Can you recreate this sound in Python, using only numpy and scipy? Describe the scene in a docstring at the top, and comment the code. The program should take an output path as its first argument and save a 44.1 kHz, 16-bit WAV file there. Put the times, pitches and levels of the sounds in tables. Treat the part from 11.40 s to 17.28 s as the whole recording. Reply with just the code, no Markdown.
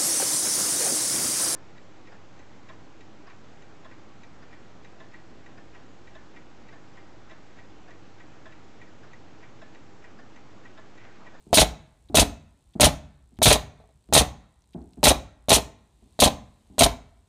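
"""Knock, air blast, hammer blow, air blast: a pneumatic nailer is bumped along a pine board on a shed floor.
Nose and driver ring the board's modes and crack the steel body; valve-gated noise is the air.
A decaying sine is the floor's boom; the tool lands and bounces. The fourth shot fires twice.
Soft set-downs, clicks, faint knocks, rumble, hiss and a mains-rate tick fill the gaps; echoes follow."""
import sys
import numpy as np
from scipy import signal
from scipy.fft import rfft, irfft, next_fast_len
from scipy.io import wavfile
from scipy.ndimage import uniform_filter1d, map_coordinates

SR = 44100
rng = np.random.default_rng(int(sys.argv[2]) if len(sys.argv) > 2 else 0)


def inscribe(sig):
    """Save sig as 16-bit PCM at rate SR to the path in sys.argv[1].

    A 1-D sig is mono; a 2-D sig holds one channel per row.
    Samples are clipped to [-1, 1] before scaling.
    """
    pcm = np.round(np.clip(np.atleast_2d(sig).T, -1, 1) * 32767)
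    wavfile.write(sys.argv[1], SR, pcm.astype(np.int16))


N = 259308
T = np.arange(N) / SR  # whole scene, s
U = np.arange(SR // 2) / SR  # one short sound, s


def amp(db):
    """dB to gain."""
    return 10 ** (np.asarray(db) / 20)


def unit(x):
    """x at rms 1."""
    return x / np.sqrt(np.mean(x ** 2) + 1e-20)


def along(points, hz):
    """Interpolates (f/Hz, value) points on a log frequency axis."""
    f, v = np.transpose(points)
    return np.interp(np.log(hz + 1), np.log(f + 1), v)


def filtered(x, response):
    """x times a complex response of frequency."""
    m = next_fast_len(len(x) + SR // 2)
    hz = np.fft.rfftfreq(m, 1 / SR)
    return irfft(rfft(x, m) * response(hz), m)[:len(x)]


def coloured(spectrum):
    """Noise of rms 1 with the given spectrum."""
    return unit(filtered(rng.standard_normal(N), lambda hz: amp(along(spectrum, hz))))


def body(modes, x):
    """x through causal resonances of alternating sign, scaled so that white noise keeps its rms."""
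    def response(f):
        h = 0
        for k, (centre, width, db) in enumerate(modes):
            damping = 1j * f * width
            h = h + (-1) ** k * amp(db) * damping / (centre * centre - f * f + damping)
        return h / np.sqrt(np.mean(np.abs(h) ** 2))
    return filtered(x, response)


def wobble(rate_hz):
    """Smooth random curve, rate_hz knots a second."""
    knots = rng.standard_normal(int(N * rate_hz / SR) + 4)
    return map_coordinates(knots, [T * rate_hz])


def gate(length_s, rise_s, t60_s):
    """Envelope: opens over rise_s, holds until length_s, then dies away."""
    return np.clip(U / rise_s, 0, 1) * amp(-60 * np.clip(U - length_s, 0, 1) / t60_s)


def add(track, s, sound):
    """Lays a short sound into a track at s seconds."""
    part = track[round(s * SR):][:len(sound)]
    part += sound[:len(part)]


# low rumble spectrum: f/Hz, level/dB per Hz (relative)
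RUMBLE_SPECTRUM = [(12, -50), (20, -24), (42, -4.5), (59, 1.5), (87, -7.5), (220, -27.5), (290, -57),
                   (480, -120)]


def rumble():
    """Lumpy low noise; its level swells after each boom, jumps at each set-down, then decays."""
    steady_db = -59.5
    shake_db, shake_rise_s, shake_t60_s = -31, 0.069, 0.35  # against the boom
    bump_shake_db, bump_shake_t60_s = -15, 0.43  # against the set-down
    level = np.full(N, amp(steady_db))
    for s, db, _ in recoils():
        t = np.clip(T - s, 0, None)
        level += amp(db + shake_db - 60 * t / shake_t60_s) * np.clip(t / shake_rise_s, 0, 1)
    for s, db, _ in SET_DOWNS:
        add(level, s, amp(db + bump_shake_db - 60 * U / bump_shake_t60_s))
    lumps = amp(3 * wobble(18))
    return level * unit(lumps * coloured(RUMBLE_SPECTRUM))


def dip_curve_db():
    """Depth of the dip in tick and hiss: full at each shot, then back at a steady rate."""
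    most_db, climb_db_per_s = 12, 15
    dip_db = np.zeros(N)
    for s, _, _ in recoils():
        t = np.clip(T - s, 0, None)
        dip_db = np.where(t > 0, np.clip(most_db - climb_db_per_s * t, 0, None), dip_db)
    return dip_db


# thin hiss spectrum: f/Hz, level/dB per Hz (relative)
HISS_SPECTRUM = [(90, -26.5), (150, -3.5), (400, -10), (550, -16), (1000, -15), (1300, -26), (2500, -24),
                 (4000, -21), (5200, -27.5), (8100, -24), (14500, -40), (16000, -47.5)]


def hiss(dip_db):
    """Thin, slowly wavering noise that takes a share of the dip."""
    level_db, dip_share = -68.5, 0.53
    return amp(level_db - dip_share * dip_db + 1.5 * wobble(1)) * coloured(HISS_SPECTRUM)


def tick(dip_db):
    """Uneven bright tick once per mains cycle: a sine restarted and damped each time."""
    mains_hz, pitch_hz, t60_s, level_db = 60, 8300, .0022, -50.5
    since = (T - .0085) % (1 / mains_hz)
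    decay = amp(-60 * since / t60_s)
    spark = decay * amp(2.0 * wobble(40)) * np.sin(2 * np.pi * pitch_hz * since)
    return amp(level_db - dip_db) * spark


def background():
    """Rumble, hiss and tick."""
    dip_db = dip_curve_db()
    return rumble() + hiss(dip_db) + tick(dip_db)


def echo(x, decays):
    """Diffuse answer, each frequency at its own decay; the tool moves, so each shot has a new tail."""
    out = np.zeros(N)
    lead_s, delay_s = .035, .007  # new tail before each boom; tail after the sound
    edges = [0] + [round((s - lead_s) * SR) for s, *_ in recoils()] + [N]
    for a, b in zip(edges, edges[1:]):
        hz, t, z = signal.stft(rng.standard_normal(SR), SR, nperseg=512)
        decay = amp(-60 * t / along(decays, hz)[:, None])
        tail = signal.istft(z * decay, SR, nperseg=512)[1][:SR]
        tail = tail / np.linalg.norm(tail)
        add(out, a / SR + delay_s, signal.fftconvolve(x[a:b], tail))
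    return out


# near walls: f/Hz, t60/s
SHED_DECAY = [(50, 0.51), (130, 0.69), (350, 0.36), (900, 0.32), (2000, 0.26), (4000, 0.23), (7000, 0.33),
              (11000, 0.16), (15000, 0.25)]
# farther surfaces: f/Hz, t60/s
YARD_DECAY = [(50, 0.88), (300, 0.78), (700, 0.71), (1500, 0.8), (3000, 0.56), (6400, 0.53), (14000, 0.1)]
# what the walls return: f/Hz, level/dB
WALL_RETURN = [(200, 0), (650, -1), (1100, 4.5), (2000, 5), (4000, 1), (9000, -3), (11500, 3), (14000, 4)]


def room(wood, air, floor, soft):
    """Near and far diffuse echoes, coloured by the walls; set-downs feed only the far one."""
    near_send = amp(-14.5) * wood + amp(-18.5) * air + amp(-14.5) * floor
    far_send = amp(-31) * wood + amp(-36.5) * air + amp(-25.5) * floor + amp(-15.0) * soft
    answer = echo(near_send, SHED_DECAY) + echo(far_send, YARD_DECAY)
    return filtered(answer, lambda hz: amp(along(WALL_RETURN, hz)))


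# tiny clicks of loose parts: t/s, level/dB (nominal peak), f/Hz, length/s
LOOSE_PARTS = [(0.686, -53, 3860, 0.0089), (1.335, -55, 3760, 0.012), (1.968, -58, 3520, 0.0098),
               (2.401, -63, 3810, 0.0028), (2.64, -60, 4225, 0.0026), (3.220, -56, 6240, .002),
               (3.239, -61, 4300, 0.0038), (3.331, -53, 3600, 0.0134), (3.416, -57, 4440, .002),
               (3.533, -46, 4190, 0.0015), (4.44, -70, 3960, 0.0017), (4.641, -63, 4790, .002),
               (4.732, -56, 4010, 0.0021), (5.268, -59, 3830, 0.0019), (5.336, -64, 4270, .002)]


def clicks():
    """Brief noise scratches through a resonance and a weaker one an octave below."""
    out = np.zeros(N)
    for s, db, hz, length_s in LOOSE_PARTS:
        scratch = gate(length_s, 0.0011, 0.0082)[:SR // 20] * rng.standard_normal(SR // 20)
        add(out, s, amp(db - 8.5) * body([(hz, 900, 0), (hz / 2.0, 900, -9)], scratch))
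    return out


def chatter(length_s, gap_s, width_s):
    """One full contact, then uneven smaller ones of either sign; each a Gaussian push."""
    draw = rng.standard_normal((40, 2))
    times = np.cumsum(gap_s * np.exp(0.42 * draw[:, 0]))
    sizes = np.where(times < length_s, .7 * draw[:, 1], 0)
    t = U[:SR // 8]
    pushes = np.zeros(len(t))
    for s, size in zip([0, *times], [1, *sizes]):
        if size:
            pushes += size * np.exp(-((t - s - 4 * width_s) / width_s) ** 2)
    return pushes / width_s ** .5


# soft set-downs of the nose: t/s, level/dB (nominal peak), rumble length/s
SET_DOWNS = [(0.067, -38, 0.05), (0.103, -36.5, 0.022), (0.699, -27.5, 0.052), (1.353, -25.5, 0.063),
             (1.92, -47.5, 0.023), (1.989, -26.5, 0.05), (2.689, -36, 0.033), (3.347, -25, 0.05),
             (3.364, -52, 0.05), (3.572, -35.5, 0.05), (3.579, -38, 0.038), (4.624, -46.5, 0.05),
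             (5.3, -39, 0.047)]
# board under soft contact: f/Hz, width/Hz, level/dB
PLANK_MODES = [(80, 25, -2.5), (145, 52, 2.5), (239.14, 92, 8), (430, 120, -7), (610, 120, -9.5),
               (850, 180, -13.5)]


def bumps():
    """Dull contacts: a chattering push and a noise rumble through the plank, low-passed."""
    push = np.zeros(N)
    for s, db, length_s in SET_DOWNS:
        add(push, s, amp(db) * 0.0055 * chatter(.012, gap_s=0.0029, width_s=0.0002))
        add(push, s, amp(db - 15) * gate(length_s, 0.0044, .3) * rng.standard_normal(len(U)))
    return filtered(body(PLANK_MODES, push), lambda f: 1 / (1 + 1j * f / 1300) ** 3)


def recoils():
    """Floor swing after each stroke: (t/s, level/dB, f/Hz)."""
    return [(s + wait, db, hz) for s, *_, wait, db, hz, _, _, _, _ in STROKE_EVENTS]


def booms():
    """The recoil swings the floor for two or three cycles after a short dip."""
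    out = np.zeros(N)
    for s, db, hz in recoils():
        t = T - s
        onset = np.exp(-(t / 0.0042) ** 2)
        decay = amp(-60 * np.clip(t, 0, 1) / 0.11)
        swell = np.where(t > 0, decay, onset)
        out += amp(db) * swell * np.sin(2 * np.pi * hz * t)
    return out


def valves():
    """Air drives the piston until it bottoms out, then exhausts: (opens/s, shuts/s, first/dB, last/dB, dB/oct)."""
    intake_shuts_s, intake_tilt_db = .004, 1.5  # after bottoming; per octave
    exhaust_opens_s, exhaust_tilt_db = .011, -1.5
    ends = np.array([row[0] for row in STROKE_EVENTS])
    rows = []
    for s, _, _, wait, db, drop_db in NOSE_EVENTS:
        bottom = ends[ends > s][0]
        rows.append((s + wait, bottom + intake_shuts_s, db, db - drop_db, intake_tilt_db))
    for s, _, _, _, _, _, db, drop_db, shut, *_ in STROKE_EVENTS:
        rows.append((s + exhaust_opens_s, s + shut, db, db - drop_db, exhaust_tilt_db))
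    return rows


# air jet spectrum: f/Hz, level/dB per Hz (relative)
JET_SPECTRUM = [(530, -35), (900, -6), (1230, -12), (2040, -13.5), (2360, -7.5), (3340, 1.5), (3640, 0),
                (4310, 1), (4800, -4), (6560, -2), (7580, -4.5), (8980, 2), (14400, -17), (15400, -14),
                (16000, -64.5)]


def blasts():
    """Turbulent air: level slides, mostly down, while the valve is open, then dies away; eddies make patches."""
    out = np.zeros(N)
    for s, end, first_db, last_db, tilt in valves():
        _, _, z = signal.stft(rng.standard_normal(len(U)), SR, nperseg=128)
        patches = uniform_filter1d(rng.standard_normal(z.shape), 5, 0)  # over frequency
        eddies = unit(uniform_filter1d(patches, 4, 1))  # over time
        jet = signal.istft(z * amp(2.1 * eddies), SR, nperseg=128)[1][:len(U)]
        jet = unit(filtered(jet, lambda f: amp(along(JET_SPECTRUM, f) + tilt * np.log2((f + 1) / 5000))))
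        slide = amp(np.interp(U, [0, end - s], [first_db, last_db]))  # down or up
        add(out, s, slide * gate(end - s, 0.0026, 0.069) * jet)
    return out


# nose hits the board and trips the valve: t/s, ring level/dB, damped after/s, air flows after/s,
# air level/dB, air level drop/dB
NOSE_EVENTS = [(.129, -13, 0.011, .012, -13.5, 7.5), (0.7449, -17, .012, 0.0062, -13.5, 9.5),
               (1.3985, -17, .010, .0075, -12, 12.5), (2.0177, -15, 0.007, .0085, -13, 7),
               (2.7257, -15, 0.01, 0.0085, -12.5, 6), (3.63, -15.5, 0.017, 0.0082, -11, 10.5),
               (4.085, -22, .012, .007, -15.5, 10.5), (4.791, -24.5, .025, 0.0092, -12, 12.5),
               (5.3821, -22.5, .024, 0.0077, -14, 9.5)]
# driver strokes, times relative to bottoming unless noted: bottoming t/s, time since meeting the nail/s,
# ring level/dB, damped after/s, crack level/dB, deep modes/dB, exhaust level/dB,
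# exhaust level drop/dB (negative: rises), exhaust shuts/s, floor swings/s, boom level/dB, boom f/Hz,
# tool lands/s, landing level/dB, landing to last bounce/s, bounce level/dB
STROKE_EVENTS = [(.182, .010, -11, .012, -15, 0.5, -17.5, -4, .033, 0.028, -10.5, 54.2, .036, -12.5, .011, -19),
                 (.783, .013, -11, 0.011, -17, 2, -10, 2.5, 0.024, 0.02, -8.5, 56.1, .033, -21, 0.01, -17.5),
                 (1.430, .015, -11.5, .016, -17, 3.5, -13.5, 1.5, .029, .022, -7, 57, .036, -15.5, .020, -22.5),
                 (2.066, 0.01, -10.5, 0.014, -16.5, 2.5, -13.5, 3.5, .037, .016, -10, 61, 0.032, -31, 0.0079, -33),
                 (2.113, .008, -9.5, 0.0091, -18.5, -2, -14.5, -3, 0.018, .018, -18, 58, .031, -22, .013, -19),
                 (2.764, .014, -10.5, .016, -17.5, -1, -12.5, 4, .034, .036, -11.5, 59.6, .045, -17.5, .009, -21),
                 (3.668, .013, -9.5, .012, -16.5, -2.5, -10.5, 6, .031, 0.015, -9.5, 58.4, .037, -12.5, .011, -16.5),
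                 (4.116, 0.012, -8, 0.013, -17.5, -2, -14.5, -1.5, 0.043, .030, -17.5, 53.7, .048, -19, .018, -19.5),
                 (4.824, .004, -8.5, 0.013, -20, 0, -13, 2.5, .030, 0.035, -16, 53, .036, -15.5, .016, -13),
                 (5.420, .012, -6.5, .006, -17.5, -3, -15, -5.5, .017, .020, -11.5, 51.4, .033, -21.5, 0.0098, -15)]
# faint knocks of the board: t/s, ring level/dB
FAINT_KNOCKS = [(2.401, -49.5), (2.439, -55), (2.490, -57)]


def blows():
    """Every contact: (t/s, ring/dB, damped after/s, crack/dB, deep modes/dB re ring)."""
    rows = []
    for s, db, damped, *_ in NOSE_EVENTS:
        rows.append((s, db, damped, db - 13, -1))
    for s, db in FAINT_KNOCKS:
        rows.append((s, db, .025, db - 24, -5))
    for s, lead, db, damped, crack_db, deep_db, *_, land, land_db, bounce, last_db in STROKE_EVENTS:
        rows += [(s - lead, db - 7, 0.0067, crack_db, 4.5 + deep_db),  # driver meets nail
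                 (s, db, damped, crack_db - 0.5, -1 + deep_db),  # bottoms out
                 (s + land, land_db, 0.011, land_db - 12, 4 + deep_db),  # tool lands
                 (s + land + bounce, last_db, 0.0053, last_db - 15.5, deep_db)]  # last bounce
    return rows


# board modes: f/Hz, level/dB, t60/s
BOARD_MODES = [(98.5, -10.5, 0.29), (154.4, -8.5, 0.45), (234, -6, .12), (283.4, -5, .12),
               (423.3, -8.5, 0.34), (490, -6, 0.12), (586, -2, 0.078), (639.6, -2.5, 0.27),
               (709, -0.5, 0.079), (831, -4.5, 0.093), (1025, -7, 0.1), (1300, -7.5, .04),
               (1922, -15.5, 0.11), (2780, -18, .015)]
# tool body: f/Hz, width/Hz, level/dB
STEEL_MODES = [(1860, 3200, -9), (2566, 700, 0), (3190, 290, -1), (3900, 430, 4), (6400, 870, -6),
               (9000, 6000, -14)]


def knocks():
    """Each blow rings the board at new strengths until the nose damps it; the steel body cracks with it."""
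    deep_below_hz, high_above_hz = 320, 900
    wood, steel = np.zeros(N), np.zeros(N)
    hz, level, t60 = np.transpose(BOARD_MODES)[:, :, None]
    t = U[:SR // 6]
    for s, db, damped, crack_db, deep_db in blows():
        draw = rng.standard_normal((3, len(BOARD_MODES), 1))  # strength, pitch, phase
        hardness_db = .5 * (crack_db - db + 4.5)  # a harder blow reaches the high modes
        tilt_db = deep_db * (hz < deep_below_hz) + hardness_db * (hz > high_above_hz)
        strength = amp(level + tilt_db + 1.9 * draw[0] - 60 * t / t60)
        phase = 2 * np.pi * hz * (1 + 0.037 * draw[1]) * t + 0.5 * draw[2]
        ring = np.sum(strength * np.sin(phase), axis=0)
        add(wood, s, amp(db - 1.5) * gate(damped, 0.00067, 0.054)[:len(t)] * ring)
        snap = 1.2 * gate(.001, .0003, .006)
        add(steel, s, amp(crack_db) * (gate(damped, .0012, .03) + snap))
    grit = amp(0.47 * wobble(500)) * rng.standard_normal(N)
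    return wood + body(STEEL_MODES, steel * unit(grit))


def scene():
    """Direct sound, two echoes and the background."""
    wood, air, floor, soft = knocks(), blasts(), booms(), bumps()
    direct = wood + air + floor + soft
    return (direct + room(wood, air, floor, soft) + clicks() + background())[None]


def record(dry):
    """The input stage rounds off the peaks; the microphone fades at both ends, nothing passes the band limit."""
    ceiling, low_cut_hz, top_hz = .74, 32, 16290
    x = dry[0] / (1 + np.abs(dry[0] / ceiling) ** 5) ** (1 / 5)
    fade = [(15000, 0), (15400, -14), (16300, -30)]  # f/Hz, level/dB

    def microphone(hz):
        low_cut = (1j * hz / (low_cut_hz + 1j * hz)) ** 2
        return amp(along(fade, hz)) * (hz < top_hz) * low_cut
    return filtered(x, microphone)[None]


dry = scene()
out = record(dry)
inscribe(out)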